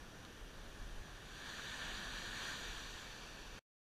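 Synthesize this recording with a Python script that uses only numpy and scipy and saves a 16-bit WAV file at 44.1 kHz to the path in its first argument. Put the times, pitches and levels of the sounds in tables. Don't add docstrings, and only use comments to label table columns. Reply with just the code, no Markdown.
import sys
import numpy as np
from scipy import signal
from scipy.fft import rfft, irfft, next_fast_len
from scipy.io import wavfile
from scipy.ndimage import uniform_filter1d, map_coordinates

SR = 44100
rng = np.random.default_rng(int(sys.argv[2]) if len(sys.argv) > 2 else 0)


def log_audio(samples):
    frames = np.atleast_2d(samples).T
    limited = np.clip(frames, -1, 1)
    pcm = np.round(limited * 32767).astype(np.int16)
    wavfile.write(sys.argv[1], SR, pcm)


N = 176400

# (frequency [Hz], gain [dB])
HOUSING_RESPONSE = [(750, -1.7), (1220, 1.5), (1310, -1), (1440, 3), (1700, 8), (1830, 6), (1960, -5.0),
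                    (2130, -8), (2310, 0.2), (2490, -3), (2700, -2.05), (3080, 0.5), (3220, 2), (3650, 1.8),
                    (4100, 0), (4600, 1), (5000, -6), (5300, -13.5), (5600, -7), (5850, 6), (6250, -2.5),
                    (6700, 4), (7150, 2.5), (7500, -4.1), (8100, 2.5), (8550, -3.5), (9100, 1),
                    (9800, -2.5), (10500, -0.3), (11300, -1), (13500, 0.2), (15000, -6)]


def amp(db):
    return 10 ** (np.asarray(db) / 20)


def unit(x):
    return x / np.sqrt(np.mean(x ** 2) + 1e-20)


def curve(rows):
    return np.interp(np.arange(N) / SR, *np.transpose(rows))


def wobble(knots_per_s):
    knots = rng.standard_normal(int(N * knots_per_s / SR) + 4)
    return map_coordinates(knots, [np.arange(N) * knots_per_s / SR])


def filtered(x, response):
    padded = next_fast_len(N + SR // 2)
    return irfft(rfft(x, padded) * response(np.fft.rfftfreq(padded, 1 / SR)), padded)[:N]


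def coloured(x, points):
    point_hz, db = np.transpose(points)
    return unit(filtered(x, lambda hz: amp(np.interp(np.log(hz + 1), np.log(point_hz + 1), db))))


def rush(colour, patchy_db):
    spectrogram = signal.stft(rng.standard_normal(N), nperseg=512)[2]
    patches = uniform_filter1d(rng.standard_normal(spectrogram.shape), size=7, axis=0)
    patches = uniform_filter1d(patches, size=10, axis=1)
    noise = signal.istft(spectrogram * amp(patchy_db * unit(patches)), nperseg=512)[1][:N]
    return coloured(noise, colour)


def distant_surf():
    # (frequency [Hz], relative level [dB])
    wash_colour = [(25, -7), (80, -2.5), (200, -6.5), (400, -9), (620, -12), (900, -15.5), (1500, -14.5),
                   (2100, -17.5), (2700, -17.5), (3500, -18.5), (4100, -23.5), (4700, -23.5), (5300, -19.5),
                   (6000, -22.5), (6800, -29.5), (8000, -32.5), (9700, -33.5), (10300, -29), (11000, -36),
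                   (15000, -39)]
    start_db, rise_db_per_s = -56, 0.08
    level_db = start_db + rise_db_per_s * np.arange(N) / SR + 0.23 * wobble(8.9)
    evened_housing = [(hz, 0.55 * db) for hz, db in HOUSING_RESPONSE]
    return amp(level_db) * coloured(rush(wash_colour, patchy_db=0.65), evened_housing)


def breeze():
    # (time [s], level [dB])
    gusts = [(0, -57.5), (.3, -57.5), (.66, -51.5), (.73, -56), (.83, -45.5), (.89, -53.5), (.97, -46),
             (1.1, -59), (1.25, -55.5), (1.55, -67), (1.85, -55.5), (2.2, -52.5), (2.55, -61.5),
             (2.78, -52.5), (2.95, -57), (3.23, -61), (3.42, -53.5), (3.58, -63)]
    # (frequency [Hz], relative level [dB])
    buffet_colour = [(4, -23), (12, -8.5), (27, -6), (38, 0), (48, -11), (66, -16.5), (150, -34.5),
                     (400, -55), (2000, -100)]
    return amp(curve(gusts)) * coloured(rng.standard_normal(N), buffet_colour)


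def electronics_whine():
    # (frequency [Hz], rms level [dB])
    tones = [(5846, -89), (8780, -86), (11688, -94), (11719, -86), (14626, -93)]
    t = np.arange(N) / SR
    return sum(np.sqrt(2) * amp(db) * np.sin(2 * np.pi * hz * t) for hz, db in tones)


def housing_tick():
    # (time [s], rough peak level [dB])
    contacts = [(0.2499, -39.5)]
    centre_hz, half_width_hz, t60_s = 3100, 1400, 0.016
    out = np.zeros(N)
    for start_s, db in contacts:
        age = np.arange(N) / SR - start_s
        noise = rng.standard_normal(N)
        band = filtered(noise, lambda hz: 1 / (1 + ((hz - centre_hz) / half_width_hz) ** 2))
        ring = coloured(band, HOUSING_RESPONSE) / 2
        out += (age >= 0) * amp(db - 60 * np.abs(age) / t60_s) * ring
    return out


def bubbles():
    per_s, median_hz, pitch_spread = 1500, 3020, 0.25
    scatter_db, t60_cycles = 3.5, 6.7
    when, pitch, size = rng.random((int(per_s * N / SR), 3)).T[:, :, None]
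    hz = np.clip(median_hz * (pitch / (1 - pitch)) ** pitch_spread, 500, 12000)
    strength_db = -scatter_db * np.log(np.maximum(size, 1 / 200))
    age_samples = np.arange(512)
    cycles = hz * age_samples / SR
    rings = amp(strength_db - 60 * cycles / t60_cycles) * np.sin(2 * np.pi * cycles)
    positions = (when * N).astype(int) + age_samples
    return unit(np.bincount(positions.ravel(), rings.ravel(), N)[:N])


def foam(colour):
    return coloured(rush(colour, patchy_db=1.1) + amp(-10) * bubbles(), HOUSING_RESPONSE)


def breaking_wave():
    # (time [s], level [dB])
    roar_level = [(1.1, -66), (1.55, -67.5), (1.9, -57.5), (2.2, -61), (2.5, -61), (3.0, -70.5), (3.5, -78)]
    churn_level = [(0, -98), (.6, -71), (1.0, -63), (1.2, -63), (1.35, -55.5), (1.49, -49.5), (1.7, -48.5),
                   (1.92, -47.5), (2.1, -49), (2.33, -48), (2.49, -45), (2.58, -48), (2.78, -51),
                   (2.95, -53.5), (3.25, -60.5), (3.58, -70)]
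    fizz_level = [(1.5, -77), (2.25, -64), (2.45, -61), (2.7, -65), (3.0, -64.5), (3.5, -77)]
    # (frequency [Hz], relative level [dB])
    roar_colour = [(40, -24.5), (110, -6.5), (190, 0.5), (320, -5), (600, -7.5), (1000, -9), (2500, -41)]
    churn_colour = [(30, -31), (120, -8.5), (350, -7), (700, -7), (1100, -2), (1600, -0.06), (2600, -0.6),
                    (4000, -1.46), (7000, -12), (10000, -21.5), (15000, -28.5)]
    fizz_colour = [(1000, -35), (3000, -8), (4400, 1.5), (5500, -9.5), (7300, -2.5), (9000, -11.5),
                   (11000, -17), (15000, -15)]
    roar = amp(curve(roar_level)) * rush(roar_colour, patchy_db=1.2)
    churn = amp(curve(churn_level) + 0.23 * wobble(21.96)) * foam(churn_colour)
    fizz = amp(curve(fizz_level)) * foam(fizz_colour)
    return roar + churn + fizz


def swash():
    # (time [s], level [dB])
    run_up_level = [(1.6, -92), (2.3, -71), (2.7, -58.5), (3.2, -58), (3.58, -59.5)]
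    # (frequency [Hz], relative level [dB])
    hollow_colour = [(133, -28.5), (400, -8), (900, -1.5), (1700, -13.5), (2100, -10.5), (2350, -0.5),
                     (2700, 0.5), (3300, -12), (3600, -5.5), (4000, -13), (4330, -1.5), (4550, -3),
                     (5200, -6), (5470, 2.5), (5800, -11), (6150, -5.5), (6400, -17.5), (7500, -16),
                     (8100, -26), (15000, -31.5)]
    return amp(curve(run_up_level) + 0.28 * wobble(16)) * foam(hollow_colour)


def scene():
    mono = distant_surf() + breaking_wave() + swash() + breeze() + housing_tick() + electronics_whine()
    return np.array([mono, mono])


def record(dry):
    off_s, drop_db, drop_s, fade_db_per_s = 3.591, 24, 0.003, 700
    top_hz = 15200
    since_off = np.arange(N) / SR - off_s
    gain = amp(-drop_db * np.clip(since_off / drop_s, 0, 1) - fade_db_per_s * np.maximum(since_off, 0))
    return np.array([filtered(channel * gain, lambda hz: hz < top_hz) for channel in dry])


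dry = scene()
out = record(dry)
log_audio(out)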